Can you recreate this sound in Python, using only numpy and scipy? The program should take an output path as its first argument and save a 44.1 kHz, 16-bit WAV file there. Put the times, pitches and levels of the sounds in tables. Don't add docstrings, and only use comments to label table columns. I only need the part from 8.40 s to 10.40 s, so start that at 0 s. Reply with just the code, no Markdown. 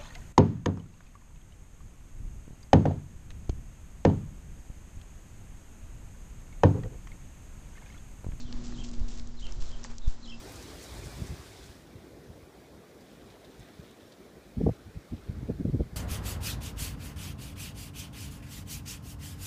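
import sys
import numpy as np
from scipy import signal
from scipy.fft import rfft, irfft
from scipy.io import wavfile
from scipy.ndimage import uniform_filter1d

SR = 44100
rng = np.random.default_rng(int(sys.argv[2]) if len(sys.argv) > 2 else 0)


def waveform_to_disk(signal):
    frames = np.transpose(np.atleast_2d(signal))
    scaled = np.clip(frames, -1, 1) * 32767
    samples = np.round(scaled).astype(np.int16)
    wavfile.write(sys.argv[1], SR, samples)


N = 88200
T = np.arange(N) / SR

# (frequency [Hz], relative density [dB])
AIR_SPECTRUM = [(60, -2.5), (250, 3.5), (500, 0.5), (1000, -2.5), (1700, -8), (2400, -12), (4000, -9),
                (7300, -11), (9000, -22)]
# (time [s], level [dB])
HUM_LEVEL = [(0, -50), (.18, -43.5), (.45, -46), (.9, -52), (1.1, -58.5), (1.35, -58), (1.5, -47),
             (1.62, -60.5), (1.9, -50), (2, -51)]
# (harmonic number, level relative to the hum [dB])
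HUM_HARMONICS = [(1, -9.5), (2, -1)]
# (time [s], level [dB])
THIRD_HARMONIC_LEVEL = [(0, -73.5), (.2, -58.5), (.7, -62), (.95, -71), (1.12, -60), (1.22, -61),
                        (1.35, -73.5), (2, -70.5)]
# (time [s], level [dB])
ROAR_LEVEL = [(0, -55), (.2, -47.5), (.32, -49), (.39, -42), (.47, -49), (.8, -55.5), (1.1, -65.5),
              (2, -55)]
# (frequency [Hz], relative density [dB])
ROAR_SPECTRUM = [(40, -21), (100, 6), (150, -9), (195, 0.5), (310, -4), (420, -21.5), (900, -42)]
# (frequency [Hz], relative density [dB])
WIND_SPECTRUM = [(5, 3), (12, -3), (25, -2.5), (50, -17.5), (100, -25), (200, -42.5), (500, -60.5),
                 (2000, -92)]
# (time [s], level [dB])
WIND_LEVEL = [(0, -38.5), (.6, -32), (.9, -34.5), (1.15, -28), (1.55, -34), (1.8, -44), (2, -38.5)]
# (time [s], level [dB], flip time [s], build and decay time [s])
EDDIES = [(0.055, -28, 0.002, 0.024), (0.156, -23.5, 0.0047, 0.032), (0.615, -19.5, 0.0028, 0.024),
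          (0.643, -19.5, 0.0068, .028), (0.806, -32.5, 0.0021, 0.012), (1.191, -17.5, 0.0065, 0.0064),
          (1.228, -29.5, 0.00354, 0.042), (1.679, -15, 0.0019, 0.033)]
# (time [s], first note level [dB], second note level [dB], pitch shift [Hz])
BIRD_CALLS = [(-.005, -61.5, -64, 200), (.324, -61.5, -56, 9), (.968, -60, -53.5, -2),
              (1.252, -64.5, -62, 101), (1.565, -74, -61.5, 586), (1.825, -56, -52.5, 3)]
# (time into the call [s], unshifted pitch [Hz])
FALLING_NOTE = [(0, 4100), (.012, 4280), (.026, 3680), (.036, 3300), (.045, 3000)]
# (time into the call [s], unshifted pitch [Hz])
ARCHED_NOTE = [(.048, 2880), (.06, 3060), (.076, 3280), (.086, 3060), (.095, 2820), (.108, 2580)]
# (time [s], length [s], start pitch [Hz], end pitch [Hz], level [dB])
BIRD_TICKS = [(1.429, 0.01, 4630, 5990, -54.5), (1.455, 0.013, 5420, 4050, -59),
              (1.873, 0.0073, 4590, 5850, -55), (1.897, 0.0068, 5650, 4400, -52),
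              (1.937, 0.015, 5090, 5100, -58.5)]
# (centre time [s], half-width [s], level [dB])
SOIL_PRESSES = [(0.312, 0.038, -58.5), (1.09, 0.05, -55.5), (1.511, 0.028, -53.5), (1.683, 0.047, -59)]
# (frequency [Hz], relative density [dB])
SOIL_SPECTRUM = [(200, -7), (500, 0), (1100, -1.5), (2000, -6.5), (4000, -16)]
# (time [s], length [s], level [dB])
GRASS_STROKES = [(0, 0.03, -49.5), (0.235, 0.094, -50), (0.355, 0.1, -54), (0.436, 0.058, -49.5),
                 (0.531, 0.02, -49), (0.68, 0.11, -51), (0.772, .04, -56), (0.994, 0.17, -56.5),
                 (1.2, 0.12, -52), (1.443, 0.025, -47), (1.498, 0.073, -58), (1.671, 0.071, -53),
                 (1.847, 0.06, -57.5)]
# (frequency [Hz], relative density [dB])
GRASS_SPECTRUM = [(500, -17), (1500, -10), (2400, -3), (4000, 0), (7300, 3), (9000, -8.5)]
# (time [s], level [dB], pitch [Hz])
TWIG_SNAPS = [(0.1264, -29.5, 4320), (.1281, -47, 4400), (0.4914, -41.5, 4400), (0.514, -35, 6800),
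              (0.541, -40, 3900), (0.5956, -42, 5470), (.683, -42, 4000), (0.7967, -32.5, 4380),
              (0.873, -35, 6760), (1.068, -34.5, 3860), (1.1226, -29.5, 5850), (1.2085, -35.5, 4330),
              (1.2231, -33, 4350), (1.316, -40, 4850), (1.4411, -26.5, 6600), (1.5829, -30.5, 6250),
              (1.858, -45, 7000)]
# (time [s], peak level [dB])
HOOF_KNOCKS = [(0.1255, -42), (0.324, -43.5), (1.069, -52.5), (1.2232, -41), (1.4465, -31.5),
               (1.450, -45.5)]
# (frequency [Hz], relative level [dB], time to fall 60 dB [s])
KNOCK_MODES = [(517, -5.5, 0.11), (844, -2, 0.044), (1086, 2, 0.017), (1310, -12.5, 0.048),
               (1674, -0.5, 0.029), (1840, 1.5, 0.019)]


def undb(db):
    return 10 ** (np.asarray(db) / 20)


def unit(x):
    return x / np.sqrt(np.mean(x ** 2) + 1e-20)


def envelope(rows):
    return undb(np.interp(T, *np.array(rows).T))


def colour(x, spectrum):
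    hz, db = np.array(spectrum).T
    bin_hz = np.maximum(np.arange(N // 2 + 1) * SR / N, 1)
    gain = undb(np.interp(np.log(bin_hz), np.log(hz), db))
    return unit(irfft(rfft(x) * gain, N))


def drift(rate_hz):
    window = int(SR / rate_hz)
    return unit(uniform_filter1d(uniform_filter1d(rng.standard_normal(N), window), window))


def add(out, at_s, x):
    start = int(at_s * SR)
    x = x[max(-start, 0):max(N - start, 0)]
    out[max(start, 0):max(start, 0) + len(x)] += x


def noise_burst(t, hz, width, decay_s):
    resonance = signal.iirpeak(hz, 1 / width, fs=SR)
    return unit(signal.lfilter(*resonance, rng.standard_normal(len(t)))) * np.exp(-t / decay_s)


def open_air(level_db=-55.5, drift_db=1.5):
    return undb(level_db + drift_db * drift(7.6)) * colour(rng.standard_normal(N), AIR_SPECTRUM)


def far_motor(start_hz=120.92, sag_hz_per_s=2.2, waver=.003, flutter_db=1.14):
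    hz = (start_hz - sag_hz_per_s * T) * (1 + waver * drift(14))
    phase = 2 * np.pi * np.cumsum(hz) / SR
    harmonics = sum(undb(db + flutter_db * drift(12)) * np.sin(k * phase) for k, db in HUM_HARMONICS)
    hum = envelope(HUM_LEVEL) * harmonics + envelope(THIRD_HARMONIC_LEVEL) * np.sin(3 * phase)
    roar = envelope(ROAR_LEVEL) * colour(rng.standard_normal(N), ROAR_SPECTRUM)
    return np.sqrt(2) * hum + roar


def wind_on_microphone():
    pressure = envelope(WIND_LEVEL) * colour(rng.standard_normal(N), WIND_SPECTRUM)
    for at, db, flip_s, decay_s in EDDIES:
        pressure -= undb(db) * np.tanh((T - at) / flip_s) * np.exp(-np.abs(T - at) / decay_s)
    return pressure


def yard_echo(x, wet_db, fence_s=.013, fence_vs_trees_db=-7.5, trees_s=.015, t60_s=.16):
    t = T[:N // 4]
    tail = rng.standard_normal(len(t)) * undb(-60 * t / t60_s) * (t > trees_s)
    trees = signal.fftconvolve(x, tail / np.sqrt(np.sum(tail ** 2)))[:N]
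    fence = undb(fence_vs_trees_db) * np.interp(T - fence_s, T, x, left=0)
    return x + undb(wet_db) * (fence + trees)


def whistle(contour, wobble=.025, flutter_db=2.5, fade_s=.008):
    times, pitches = np.array(contour).T
    t = np.arange(times[0], times[-1], 1 / SR)
    hz = np.interp(t, times, pitches) * (1 + wobble * drift(400)[:len(t)])
    flutter = undb(flutter_db * drift(200)[:len(t)])
    fade = np.minimum(np.minimum(t - t[0], t[-1] - t) / fade_s, 1)
    return unit(np.sin(2 * np.pi * np.cumsum(hz) / SR) * flutter * fade)


def birds():
    calls, ticks = np.zeros(N), np.zeros(N)
    for at, first_db, second_db, shift_hz in BIRD_CALLS:
        for note, db in ((FALLING_NOTE, first_db), (ARCHED_NOTE, second_db)):
            contour = [(s, hz + shift_hz) for s, hz in note]
            add(calls, at + note[0][0], undb(db) * whistle(contour))
    for at, length, start_hz, end_hz, db in BIRD_TICKS:
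        add(ticks, at, undb(db) * whistle([(0, start_hz), (length, end_hz)]))
    return yard_echo(calls, wet_db=-2.5) + yard_echo(ticks, wet_db=-5)


def soil_crunch(crumbs_per_s=2500):
    load = sum(undb(db) * np.exp(-((T - at) / width) ** 2) for at, width, db in SOIL_PRESSES)
    crumbs = rng.standard_normal(N) * (rng.random(N) < crumbs_per_s / SR)
    return load * colour(crumbs, SOIL_SPECTRUM)


def grass_brush(blades_per_s=2200, spread_db=3.5, attack_s=.003, sag_db=-8, release_s=.012):
    strokes = np.zeros(N)
    for at, length, db in GRASS_STROKES:
        t = np.maximum(T - at, 0)
        attack = np.minimum(t / attack_s, 1)
        release = np.exp(-np.maximum(t - length, 0) / release_s)
        strokes += attack * undb(db + sag_db * t / length) * release
    sizes = undb(spread_db * np.minimum(rng.exponential(size=N), 4))
    signs = np.sign(rng.standard_normal(N))
    clicks = sizes * signs * (rng.random(N) < blades_per_s / SR)
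    return strokes * colour(clicks, GRASS_SPECTRUM)


def twig_snaps(rise_s=.00012, splinter_db=-11):
    out, t = np.zeros(N), T[:N // 50]
    for at, db, hz in TWIG_SNAPS:
        kick = np.sin(2 * np.pi * hz * t) * t / rise_s * np.exp(1 - t / rise_s)
        splinters = undb(splinter_db) * noise_burst(t, hz, width=.58, decay_s=.0018)
        add(out, at, undb(db) * (kick + splinters))
    return out


def hoof_knocks(crack_db=-10):
    out, t = np.zeros(N), T[:N // 20]
    for at, db in HOOF_KNOCKS:
        ring = sum(undb(mode_db - 60 * t / t60) * np.sin(2 * np.pi * (hz * t + rng.random()))
                   for hz, mode_db, t60 in KNOCK_MODES)
        knock = ring + undb(crack_db) * noise_burst(t, hz=1400, width=.9, decay_s=.005)
        add(out, at, undb(db) * knock / np.abs(knock).max())
    return out


def scene():
    background = open_air() + wind_on_microphone() + far_motor() + birds()
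    goat = grass_brush() + soil_crunch() + twig_snaps() + hoof_knocks()
    return (background + goat)[None]


def record(dry, rolloff_hz=7860, top_hz=8700):
    softened = signal.sosfilt(signal.butter(10, rolloff_hz, fs=SR, output="sos"), dry)
    return signal.sosfilt(signal.ellip(8, .2, 70, top_hz, fs=SR, output="sos"), softened)


dry = scene()
out = record(dry)
waveform_to_disk(out)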